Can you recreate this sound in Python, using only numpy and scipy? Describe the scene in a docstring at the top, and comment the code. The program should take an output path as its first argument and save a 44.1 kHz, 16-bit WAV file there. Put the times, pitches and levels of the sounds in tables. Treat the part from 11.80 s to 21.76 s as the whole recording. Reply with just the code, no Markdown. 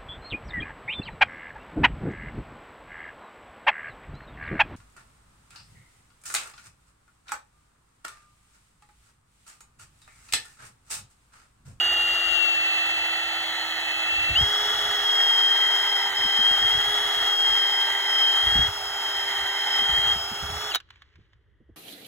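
"""In a workshop, close by: a cordless drill strokes a ball hone up and down an engine cylinder.
Gears, motor and fan whine on the rotor's turning; random grains of grit excite the bore and gearbox.
Shaped noise gives air on the microphone's two ports, the room's quiet and its reflections.
Near 2.55 s the trigger is squeezed harder; the whine then swells in mid-stroke and drops when the load
slackens. Near 9 s the brake stops the chuck with ringing clacks and the hone's wires brush on the way out."""
import sys
import numpy as np
from scipy import signal
from scipy.fft import rfft, irfft
from scipy.io import wavfile

SR = 44100
rng = np.random.default_rng(int(sys.argv[2]) if len(sys.argv) > 2 else 0)


def master_out(mix):
    """Clip the mix to full scale and print it as 16-bit PCM to the path in sys.argv[1]."""
    frames = np.transpose(np.atleast_2d(mix))
    ceiling = np.clip(frames, -1, 1)
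    pcm = np.round(ceiling * 32767).astype(np.int16)
    wavfile.write(sys.argv[1], SR, pcm)


N = 439236
TIME = np.arange(N) / SR
FREQ = np.maximum(np.arange(N // 2 + 1) * SR / N, 1)

# quiet of the workshop: pitch_hz, relative_level_db
FLOOR_SPECTRUM = [(15, -24.5), (45, 7), (100, 2.5), (200, -18), (400, -9.5), (700, -26.5), (1500, -19.5),
                  (1950, -14.5), (2400, -35), (3200, -21.5), (4000, -41), (15000, -58)]
# rumble of air on the microphone: pitch_hz, relative_level_db
RUMBLE_SPECTRUM = [(20, -42), (40, -11.5), (60, 2), (88, -0.5), (130, -9.5), (200, -21), (320, -26.5),
                   (600, -48.5), (2000, -81)]
# puffs of air hitting the microphone: centre_s, peak_level_db, half_length_s
GUSTS = [(.1, -56, .1), (.55, -62, .08), (2.39, -44.5, .055), (2.516, -35, 0.036), (2.628, -31.5, 0.042),
         (4.84, -44.5, .06), (4.983, -39, 0.044), (5.09, -43, .035), (5.26, -49, .03), (5.38, -49, .025),
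         (5.718, -49, .06), (6.677, -37, 0.036), (6.79, -23, 0.038), (6.88, -37, 0.033),
         (7.622, -49.5, .03), (8.128, -40, .035), (8.297, -43, 0.13), (8.65, -39.5, .03),
         (8.742, -37, 0.056), (9.399, -53, 0.04), (9.902, -57, .05)]
# the vents' draught at the top of the bore, its gain at the bottom, and its flutter
DRAUGHT_DB, DRAUGHT_DEPTH_DB, DRAUGHT_FLUTTER_DB = -50.5, -28, 3.5
CALM_DB = -69.5  # air that stirs without the drill

# quick reflections in the engine bay, then the room
BAY_T60_S, BAY_DB = 0.071, -20.5
WORKSHOP_T60_S, WORKSHOP_DB = 0.53, -40

# phase between the two microphone ports: pitch_hz, left_lead_rad
PORT_PHASE = [(20, 0), (200, -.45), (1000, -.45), (1400, -.1), (2100, 1.1), (2450, 2.1), (2670, 3.4),
              (2850, 6), (3150, 7.8), (4000, 8), (4750, 9.4), (6500, 12.6), (9000, 15.7), (11000, 18.9),
              (13100, 22), (16000, 26)]
# level between the two microphone ports: pitch_hz, left_minus_right_db
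PORT_BALANCE = [(100, -3.5), (400, -1), (700, -5), (1400, -3.5), (1900, -10), (2100, -7), (2300, -1.5),
                (2750, 9.5), (3000, -8.5), (3180, 3.5), (3400, 0.5), (16000, -1.5)]
CUTOFF_HZ = 15850

# soft thumps of handling, falling in pitch: start_s, level_db, starting_pitch_hz
BUMPS = [(2.486, -39, 200), (2.606, -26.5, 200), (4.387, -38, 180), (4.441, -34, 353), (4.587, -36.5, 310),
         (4.709, -38, 298), (4.812, -41, 260), (4.943, -33, 170), (6.752, -26, 220), (7.99, -43, 300),
         (8.014, -39, 292), (8.085, -36, 210.2), (8.172, -34.5, 197), (8.267, -38.5, 160),
         (8.352, -35.5, 240), (8.512, -36.5, 290), (8.625, -34, 190), (8.691, -34.5, 191),
         (9.384, -49.5, 386), (9.555, -56.5, 150.5), (9.802, -48.5, 396), (9.889, -46, 380)]
BUMP_RISE_S, BUMP_GLIDE_S, BUMP_NOISE_DB = .007, .035, -6.5

# single flicks of the hone's wires against the bore: start_s, level_db
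TICKS = [(9.0008, -40), (9.088, -60), (9.1028, -43.5), (9.157, -57), (9.2185, -47.5), (9.355, -54),
         (9.531, -62)]
TICK_RISE_S = .0022
# wires brushing as the hone is lifted: time_s, level_db
LIFT = [(8.94, -92), (8.97, -67), (9.06, -74), (9.14, -63), (9.3, -66), (9.45, -73.5), (9.6, -80),
        (9.96, -93)]
# colour of the wires: pitch_hz, relative_level_db
WIRE_SPECTRUM = [(200, -24), (450, -11.5), (700, -11.5), (1100, 0), (1800, 5), (2500, 1.5), (3500, 2),
                 (5000, -8.5), (7000, -11.5), (9000, -21), (15500, -28)]

# the chuck hammering against its lock: start_s, strike_level_db
CLACKS = [(8.9375, -29.5), (8.9408, -25), (8.9455, -24), (8.9482, -10.5), (8.9534, -12.5), (8.9569, -10.5),
          (8.9665, -30)]
# the drill's body and shaft: pitch_hz, relative_level_db, t60_s
DRILL_MODES = [(540, -27, 0.037), (800, -18, 0.06), (1325, -8, 0.04), (1640, -10, 0.035), (1920, -10, 0.04),
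               (3010, -4, 0.03), (3280, -9, 0.03), (3790, 0, 0.048), (4020, -2, .025), (4540, -17, .04),
               (6200, -20, 0.04)]
# colour of the crack of a knock: pitch_hz, relative_level_db
CRACK_SPECTRUM = [(400, -11), (1400, 0), (2400, -3), (3100, 6.5), (3950, 7), (4700, -8), (7000, -10.5),
                  (8800, -16.5), (11000, -12), (15500, -15)]

# how far the hone is down the bore: time_s, depth_0_to_1
DEPTH = [(0, 0.27), (.5, 0.3), (1.5, 0.87), (2.0, 0.83), (2.75, 0.21), (3.05, 0.15), (3.5, 0.56),
         (4.25, 0.97), (4.55, 0.69), (5.05, 0.36), (5.45, 0.32), (5.68, 0.63), (6.2, 1), (6.5, 0.69),
         (6.8, 0.48), (7.75, 0.94), (8.05, 0.74), (8.4, 0.45), (8.8, 0.22)]
# spells when the load slackens: start_s, fall_s, hold_s, recovery_s, ringing_share_0_to_1, whine_share_0_to_1
SLACKS = [(5.507, 0.073, 0.017, .02, 0.4, 0.02), (6.871, 0.021, 0.099, .28, 0.6, 1),
          (8.321, .06, 0.44, 0.27, 0.72, 0.48)]
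GEAR_SLACK_DB, HUM_SLACK_DB = -16, -5.5

# motor under a light trigger: time_s, speed_turns_per_s
LIGHT_SPEED = [(0.0, 356.3), (0.2, 349.8), (0.45, 348.8), (0.56, 347.1), (0.64, 342.3), (0.8, 337.2),
               (0.94, 334.0), (1.37, 334.7), (1.66, 333.7), (1.7, 329.0), (1.82, 329.7), (1.9, 326.5),
               (2.25, 330.2), (2.3, 334.3), (2.5, 334.1), (2.54, 331.4)]
# motor under a full trigger, dragged down by the hone: time_s, speed_turns_per_s
FULL_SPEED = [(2.7, 414.9), (2.85, 418.6), (3.03, 418.3), (3.59, 399.3), (4.28, 398.3), (4.5, 395.8),
              (4.64, 398), (4.7, 403.3), (4.84, 407), (4.96, 412.5), (5.18, 416.7), (5.4, 410.5),
              (5.8, 398.8), (6.56, 395.5), (6.77, 409), (6.88, 411.5), (7.04, 401.8), (7.27, 396.8),
              (7.99, 395.8), (8.06, 399.7), (8.53, 402.5), (8.67, 410.8), (8.71, 415.9), (8.88, 425.1)]
# the hone snags and the motor dips: centre_s, lost_turns_per_s
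SNAGS = [(4.768, 10.8), (4.892, 11.5), (5.025, 11.4), (5.41, 3), (7.713, 3.05), (8.12, 4.5), (8.24, 2.76),
         (8.391, 3.6)]
SNAG_S = .038  # half length of a dip
# the drive cuts out for an instant: centre_s, half_length_s, lost_turns_per_s, lost_gear_db, lost_fan_db
STUMBLE = (4.326, 0.0352, 9.18, 11.5, 24.6)
SQUEEZE_S, SPIN_UP_S = 2.551, .029  # the trigger goes from light to full
BRAKE_S, BRAKE_TURNS_PER_S2, STOP_S = 8.903, 3700, 8.945
WORKING_SPEED = 400  # turns per s at which the level laws have no speed term

# hum of the rotor before slackening: speed_turns_per_s, level_db
HUM = [(260, -71), (325, -52), (397, -49), (418, -44)]
# fan whistle, swelling and fading as the drill moves, before its flutter: time_s, level_db
FAN = [(0, -37.5), (2.5, -41.5), (2.7, -37.5), (3.3, -39.5), (3.47, -36.5), (3.9, -39), (4.08, -37.5),
       (4.27, -36), (4.48, -37), (4.6, -37.5), (4.7, -39), (5.1, -40.5), (5.48, -42), (5.65, -37.5),
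       (6.0, -36), (6.17, -47), (6.33, -34), (6.55, -39.5), (6.85, -42), (7.0, -38), (7.2, -40.5),
       (7.45, -41), (7.65, -44.5), (7.93, -36.5), (8.1, -45), (8.25, -45.5), (8.42, -36), (8.55, -42.5),
       (8.9, -40)]
# the fan's octave, coming out at high speed: speed_turns_per_s, level_re_hiss_law_db
FAN_OCTAVE = [(340, -22.5), (400, -16.5), (416, -10.5), (424, -16)]
# weaker motor and gear tones: multiple_of_rotor_speed (rounded to 1/14 when played),
# light_trigger_re_bore_law_db, full_trigger_re_bore_law_db
ORDERS = [(2, -29, -16.5), (4.01, -12.5, -11), (4.994, -21, -18), (9.32, -21.5, -30), (10, -24, -28),
          (10.2, -22, -14.5), (12, -11.5, -24.5), (15.94, -29.5, -29)]
# how well the housing radiates the weaker tones: pitch_hz, gain_db
HOUSING = [(800, -1.5), (2700, 3.5), (3350, 15.5), (4050, -3), (4700, -20.5), (6600, 2)]
GEAR_TEETH, FAN_BLADES = 8, 13

# gear mesh under a light trigger: time_s, level_db
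LIGHT_GEAR = [(0, -20.5), (.35, -25), (.52, -22), (.62, -20.5), (.85, -23.5), (1.1, -25.5), (1.45, -30),
              (1.65, -34), (1.72, -40), (1.8, -35.5), (1.92, -36.5), (2.1, -29.5), (2.26, -27.5),
              (2.31, -24), (2.5, -22.5), (2.54, -32)]
# gear mesh under a full trigger, loudest in mid-stroke: depth_0_to_1, level_db
FULL_GEAR = [(.15, -28), (.33, -25.5), (.45, -21.5), (.62, -19.5), (.8, -22), (1, -28.5)]
# gear beam sweeping across the ports as the drill moves: time_s, left_minus_right_db, left_lead_rad
GEAR_BEAM = [(0, -4, 6.3), (.2, 0, 5.8), (.42, 5, 5.6), (.52, 15.5, 4), (.6, 14, 4), (.7, 5.5, 3.2),
             (.8, 1, 3.14), (.98, -2, 3.05), (1.1, 0, 3.12), (2.21, -2, 3.14), (2.27, -2.5, 3),
             (2.32, 1, 3.27), (2.42, -2, 3.32), (2.54, 1.5, 3.8), (2.565, 1, 7.77), (4.3, 3, 7.85),
             (8.9, 1, 7.84)]
SURGE_DB, SURGE_RISE_S, SURGE_S = 14.5, 0.0052, 0.078  # the gears strain as the motor spins up
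# the gears take up the braking load: centre_s, half_length_s, gain_db
BRAKE_STRAIN = (8.92, .006, 10)
BRAKE_FADE_DB_PER_S = 257.5  # the unloaded gears fall quiet

# level laws of the rubbing, before each layer's trim in honing():
# top_of_bore_db, gained_at_bottom_db, db_per_db_of_speed, gained_when_slack_db
SCRAPE_LAW = (-34, -2.5, 2, -4.5)
BORE_LAW = (-34, 5, 1.55, -19)
GEARBOX_LAW = (-38, -4, 0.86, -24.5)
HISS_LAW = (-42.5, -1.5, 1.06, -2.5)
# walls of the cylinder: pitch_hz, width_hz, relative_level_db
CYLINDER = [(378, 290, -13), (706, 220, -6), (1247, 350, 0), (1443, 300, -0.5)]
# resonances of the gearbox: pitch_hz, width_hz, relative_level_db
GEARBOX = [(2865, 230, -12), (3197, 390, 7), (3730, 570, -2.5)]
# sliding ring of the bore: top_pitch_hz, gained_per_unit_reach_hz, width_hz
BORE = (1890, 70, 262)
# sliding resonance of the air column: top_pitch_hz, gained_per_unit_reach_hz, width_hz
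AIR_COLUMN = (790, 100, 230)
SLIDE_PER_SPEED = 3.5  # faster spin raises both: reach added when the working speed doubles
# hiss of the grit: pitch_hz, relative_level_db
HISS_SPECTRUM = [(200, -20.5), (500, -4.5), (2400, 8), (4600, 3), (5600, -5.5), (6550, 2.5), (7400, -1.5),
                 (9000, -10.5), (12500, -8), (15500, -9.5)]
# bands of the scraping cancelled by an echo off the engine's deck: pitch_hz, width_hz, share_0_to_1
NOTCHES = [(1060, 79, 0.7), (2407, 300, 0.48)]


def from_db(db):
    """Decibels to gain."""
    return 10 ** (np.asarray(db) / 20)


def rms_one(x):
    """Scale to unit power."""
    return x / np.sqrt(np.mean(x ** 2) + 1e-20)


def in_time(rows):
    """Each column of a curve at every sample."""
    s, *columns = np.transpose(rows)
    return [np.interp(TIME, s, column) for column in columns]


def at_hz(points):
    """A table read at every frequency, on a log axis."""
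    hz, value = np.transpose(points)
    return np.interp(np.log(FREQ), np.log(hz), value)


def colour(x, spectrum):
    """Give a signal a spectrum; rms 1."""
    return rms_one(irfft(rfft(x) * from_db(at_hz(spectrum)), N))


def drift(rate):
    """Random wander, linear between unit-spread knots drawn at twice the rate in Hz."""
    knots = rng.standard_normal(2000)
    return np.interp(TIME * 2 * rate, np.arange(len(knots)), knots)


def low_pass(x, hz):
    """Second-order low-pass."""
    sections = signal.butter(2, min(hz, SR * .45), fs=SR, output="sos")
    return signal.sosfilt(sections, x + 1e-18)


def high_pass(x, hz):
    """Second-order high-pass."""
    return signal.sosfilt(signal.butter(2, hz, "high", fs=SR, output="sos"), x)


def hump(s, half_s):
    """A brief rise to 1 and back, centred on s."""
    return (1 + ((TIME - s) / half_s) ** 2) ** -2


def swell(start_s, rise_s):
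    """An envelope that rises to 1 and dies away."""
    age = np.maximum(TIME - start_s, 0) / rise_s
    return age * np.exp(1 - age)


def bursts(events, decay_s):
    """An envelope that jumps at each event and dies away."""
    jumps = np.zeros(N)
    for s, db in events:
        jumps[round(s * SR)] = from_db(db)
    return signal.lfilter([1], [1, -np.exp(-1 / (decay_s * SR))], jumps + 1e-18)


def workshop_floor():
    """Quiet of the place: coloured noise, partly shared by the two channels."""
    noise = rng.standard_normal(N) + .6 * rng.standard_normal((2, N))
    return from_db(-65) * colour(noise, FLOOR_SPECTRUM)


def buffeting(depth, running):
    """Turbulence on the two ports, nearly alike: a draught stronger when the drill is raised, and puffs."""
    draught = running * from_db(DRAUGHT_DB + DRAUGHT_DEPTH_DB * depth) + from_db(CALM_DB)
    puffs = sum(from_db(db) * hump(s, half_s) for s, db, half_s in GUSTS)
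    turbulence = rng.standard_normal(N) + .4 * rng.standard_normal((2, N))
    flutter = from_db(DRAUGHT_FLUTTER_DB * drift(7.8))
    return np.hypot(draught * flutter, puffs) * colour(turbulence, RUMBLE_SPECTRUM)


def reflections(x, t60_s):
    """A diffuse, dull decaying tail, unrelated in the two channels."""
    age = TIME[:SR]
    late = age > .006
    tail = low_pass(rng.standard_normal((2, SR)), 3800) * from_db(-60 * age / t60_s) * late
    return signal.fftconvolve(x[None], rms_one(tail) / np.sqrt(SR), axes=1)[:, :N]


def engine_bay(x, depth):
    """Quick reflections that crossfade between five patterns as the drill moves up and down."""
    places = np.linspace(0, 1, 5)
    near = np.maximum(1 - np.abs(depth - places[:, None]) / places[1], 0)
    return sum(reflections(x * np.sqrt(share), BAY_T60_S) for share in near)


def ports(x):
    """The two microphone ports hear the near sound with their own phase and level at each pitch."""
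    tilt = from_db(at_hz(PORT_BALANCE))
    delay = np.exp(-1j * at_hz(PORT_PHASE))
    response = np.array([tilt, delay]) * np.sqrt(2 / (1 + tilt ** 2))
    taps = np.roll(irfft(response, N), 512, axis=1)[:, :1025] * np.hanning(1025)
    return np.array([signal.fftconvolve(x, port, "same") for port in taps])


def bumps():
    """Dull, padded handling thumps: a burst of rumble with a sinking tone in it."""
    age, out = TIME[:SR // 10], np.zeros(N + SR)
    envelope = swell(0, BUMP_RISE_S)[:len(age)]
    for s, db, hz in BUMPS:
        tone = np.sin(2 * np.pi * hz * BUMP_GLIDE_S * (1 - np.exp(-age / BUMP_GLIDE_S)))
        dull = low_pass(low_pass(rng.standard_normal(len(age)), hz), hz)
        rumble = from_db(BUMP_NOISE_DB) * rms_one(dull)
        out[round(s * SR):][:len(age)] += from_db(db) * (0.51 * tone + rumble) * envelope
    return out[:N]


def grains(per_s, spread_db, count):
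    """Independent trains of tiny contacts of uneven size."""
    born = rng.random((count, N)) < per_s / SR
    size_db = spread_db * np.minimum(rng.exponential(1, born.sum()), 4)
    clicks = np.zeros((count, N))
    clicks[born] = rng.choice([-1, 1], born.sum()) * from_db(size_db)
    return rms_one(clicks)


def wires():
    """Sprung wires flick and brush on the way out of the bore; the harder a flick, the brighter it is."""
    (lift_db,) = in_time(LIFT)
    flicks = sum(from_db(db) * swell(s, TICK_RISE_S) for s, db in TICKS)
    hardness = flicks / flicks.max()
    bright, dull = (colour(train, WIRE_SPECTRUM) for train in grains(4000, 2.6, count=2))
    dull = low_pass(dull, 5200)
    flicking = flicks * (np.sqrt(hardness) * bright + np.sqrt(1 - hardness) * dull)
    brushing = from_db(lift_db + 1.8 * drift(30)) * dull
    return flicking + brushing


def clacks():
    """Each knock is a short crack that also sets the drill's modes ringing."""
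    at = [round(s * SR) for s, db in CLACKS]
    strike_db, ringing = np.array(CLACKS)[:, 1], np.zeros(N)
    for hz, db, t60 in DRILL_MODES:
        clicks = np.zeros(N)
        uneven_db = strike_db + db - 11 + rng.normal(0, 1.6, len(at))
        clicks[at] = from_db(uneven_db) * rng.choice([-1, 1], len(at))
        r, w = from_db(-60 / (t60 * SR)), 2 * np.pi * hz / SR
        ringing += signal.lfilter([0, np.sin(w)], [1, -2 * r * np.cos(w), r * r], clicks + 1e-18)
    crack = from_db(-1.5) * bursts(CLACKS, .0016) * colour(rng.choice([-1, 1], N), CRACK_SPECTRUM)
    # the jolt shakes the hone
    shiver = from_db(-23.5) * bursts(CLACKS, 0.0082) * colour(rng.standard_normal(N), WIRE_SPECTRUM)
    return high_pass(ringing + crack + shiver, 330)  # too small a body to radiate bass


def slackening():
    """How far the load is off the ringing and off the whine, 0-1: each spell falls, holds and recovers."""
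    out = np.zeros((2, N))
    for s, fall_s, hold_s, recovery_s, *shares in SLACKS:
        recovered_s = np.maximum(TIME - s - fall_s - hold_s, 0)
        spell = np.clip((TIME - s) / fall_s, 0, 1) * np.exp(-recovered_s / recovery_s)
        out = np.maximum(out, np.outer(shares, spell))
    return out


def motor_speed(trigger):
    """Turns per second: the trigger sets them, snags steal a few, the brake takes them down to 1."""
    (light,), (full,) = in_time(LIGHT_SPEED), in_time(FULL_SPEED)
    snagging = sum(lost * hump(s, SNAG_S) for s, lost in SNAGS)
    braking = BRAKE_TURNS_PER_S2 * np.maximum(TIME - BRAKE_S, 0)
    return np.maximum(light + trigger * (full - light) - snagging - braking, 1)


def law_level(law, depth, speed, slack):
    """Level in dB of a sound that follows the hone's depth, speed and load."""
    top_db, depth_db, per_speed, slack_db = law
    speed_db = 20 * np.log10(speed / WORKING_SPEED)
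    return top_db + depth_db * depth + per_speed * speed_db + slack_db * slack


def fan_and_motor(angle, speed, trigger, fan_db, hum_db, bore_db, hiss_db):
    """Fan whistle, rotor hum and weaker motor and gear tones, all locked to the rotor's angle."""
    blades = FAN_BLADES * angle
    octave_db = hiss_db + np.interp(speed, *np.transpose(FAN_OCTAVE))
    fan = from_db(fan_db + 1.86 * drift(30)) * np.sin(blades)
    fan += from_db(octave_db + 2.5 * drift(5.0)) * np.sin(2 * blades)
    motor = from_db(hum_db) * np.sin(angle)
    for order, light_db, full_db in ORDERS:
        order_db = light_db + trigger * (full_db - light_db)
        radiated_db = np.interp(order * speed, *np.transpose(HOUSING))
        level = from_db(bore_db + order_db + radiated_db + 1.8 * drift(6))
        motor += level * np.sin(np.round(order * 14) / 14 * angle)
    return np.sqrt(2) * (fan + motor)


def gear_level(trigger, depth, slack):
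    """The mesh tone in dB: follows the stroke, surges on spin-up and braking, returns late after slack."""
    (light_db,) = in_time(LIGHT_GEAR)
    full_db = np.interp(depth, *np.transpose(FULL_GEAR))
    age = np.maximum(TIME - SQUEEZE_S, 0)
    surge_db = SURGE_DB * (1 - np.exp(-age / SURGE_RISE_S)) * np.exp(-age / SURGE_S)
    strain_s, half_s, strain_db = BRAKE_STRAIN
    surge_db = surge_db + strain_db * hump(strain_s, half_s)
    return light_db + trigger * (full_db - light_db) + surge_db + GEAR_SLACK_DB * np.sqrt(slack)


def gear_whine(angle, speed, gear_db):
    """The mesh tone at the two ports; play in the gears roughens it more at full speed."""
    play_db = np.interp(speed, [350, 395], [.5, 1.1]) * (drift(25) + drift(110))
    level = from_db(gear_db + play_db + 0.77 * drift(6.5))
    mesh = GEAR_TEETH * angle + 0.084 * drift(70)
    balance_db, lead = in_time(GEAR_BEAM)
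    tilt = from_db(balance_db)
    return 2 * level / np.sqrt(1 + tilt ** 2) * np.array([tilt * np.sin(mesh), np.sin(mesh - lead)])


def resonate(x, peaks):
    """Parallel resonances, each passed twice for deep valleys; rms 1."""
    out = 0
    for train, (hz, width, db) in zip(x, peaks):
        r = np.exp(-np.pi * width / SR)
        b = (1 - r * r) / 2 * np.array([1, 0, -1])
        a = [1, -2 * r * np.cos(2 * np.pi * hz / SR), r * r]
        out = out + from_db(db) * signal.lfilter(b, a, signal.lfilter(b, a, train))
    return rms_one(out)


def sliding(resonance, reach):
    """Grit excites a resonance whose centre moves with reach (depth plus a speed term); rms 1."""
    top_hz, reach_hz, width_hz = resonance
    slow = low_pass(grains(2400, 2.85, count=2), width_hz / 2)
    turn = 2 * np.pi * np.cumsum(top_hz + reach_hz * reach) / SR
    return rms_one(slow[0] * np.cos(turn) + slow[1] * np.sin(turn))


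def notched(x):
    """Cut the bands that the deck's echo cancels."""
    for hz, width_hz, share in NOTCHES:
        cut = signal.lfilter(*signal.iirnotch(hz, hz / width_hz, fs=SR), x)
        x = x + np.clip(share, 0, 1) * (cut - x)
    return x


def honing(angle, speed, depth, scrape_db, bore_db, gearbox_db, hiss_db):
    """Abrasive balls scratch the wall and excite cylinder and drill; the rub wavers slightly, irregularly."""
    press = from_db(0.11 * np.sin(angle / 56) + 0.88 * drift(35))  # mostly random wavering
    chatter = 1 + 0.32 * np.sin(angle) + 0.055 * np.sin(angle / 2)  # the rotor shakes the contacts
    reach = depth + SLIDE_PER_SPEED * (speed / WORKING_SPEED - 1)
    wall_grit = grains(2800, 3.2, count=len(CYLINDER))
    wall = from_db(scrape_db - 1.0 - 1.3 * depth) * resonate(wall_grit, CYLINDER)
    hollow = from_db(scrape_db - 7.0 + 6.9 * depth) * sliding(AIR_COLUMN, reach)
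    bore = from_db(bore_db - 2.0) * sliding(BORE, reach)
    gearbox_grit = grains(5000, 2.8, count=len(GEARBOX)) * chatter
    gearbox = from_db(gearbox_db + 6.5) * resonate(gearbox_grit, GEARBOX)
    hiss = from_db(hiss_db + 7.5) * colour(grains(11000, 1.7, count=1)[0] * chatter, HISS_SPECTRUM)
    return press * notched(wall + hollow + bore + gearbox + hiss)


def scene():
    """Drill and hone, the room, air on the microphone and the floor."""
    (depth,), (fan_db,), (slack, gear_slack) = in_time(DEPTH), in_time(FAN), slackening()
    trigger = 1 - np.exp(-np.maximum(TIME - SQUEEZE_S, 0) / SPIN_UP_S)
    stumble_s, half_s, turns_lost, gear_lost_db, fan_lost_db = STUMBLE
    stumble = hump(stumble_s, half_s)
    speed = motor_speed(trigger) - turns_lost * stumble
    angle = 2 * np.pi * np.cumsum(speed * (1 + .0006 * drift(14))) / SR
    running = from_db(-900 * np.clip(TIME - STOP_S, 0, .2))  # a very steep fade once the chuck stops

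    scrape_db, bore_db, gearbox_db, hiss_db = (
        law_level(law, depth, speed, slack) for law in (SCRAPE_LAW, BORE_LAW, GEARBOX_LAW, HISS_LAW))
    brake_fade_db = BRAKE_FADE_DB_PER_S * np.maximum(TIME - BRAKE_S, 0)
    gear_db = gear_level(trigger, depth, gear_slack) - gear_lost_db * stumble - brake_fade_db
    hum_db = np.interp(speed, *np.transpose(HUM)) + HUM_SLACK_DB * slack
    fan_db = fan_db - fan_lost_db * stumble

    gear = running * gear_whine(angle, speed, gear_db)
    tones = running * fan_and_motor(angle, speed, trigger, fan_db, hum_db, bore_db, hiss_db)
    rubbing = running * honing(angle, speed, depth, scrape_db, bore_db, gearbox_db, hiss_db)
    contacts = rubbing + clacks() + wires()
    bay = from_db(BAY_DB) * engine_bay(contacts, depth)
    workshop = from_db(WORKSHOP_DB) * reflections(contacts + tones + gear[0], WORKSHOP_T60_S)
    near = gear + ports(tones + contacts + bumps())
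    return near + bay + workshop + buffeting(depth, running) + workshop_floor()


def record(dry):
    """The top of the treble is cut steeply."""
    return signal.sosfilt(signal.ellip(12, .1, 90, CUTOFF_HZ, fs=SR, output="sos"), dry)


dry = scene()
out = record(dry)
master_out(out)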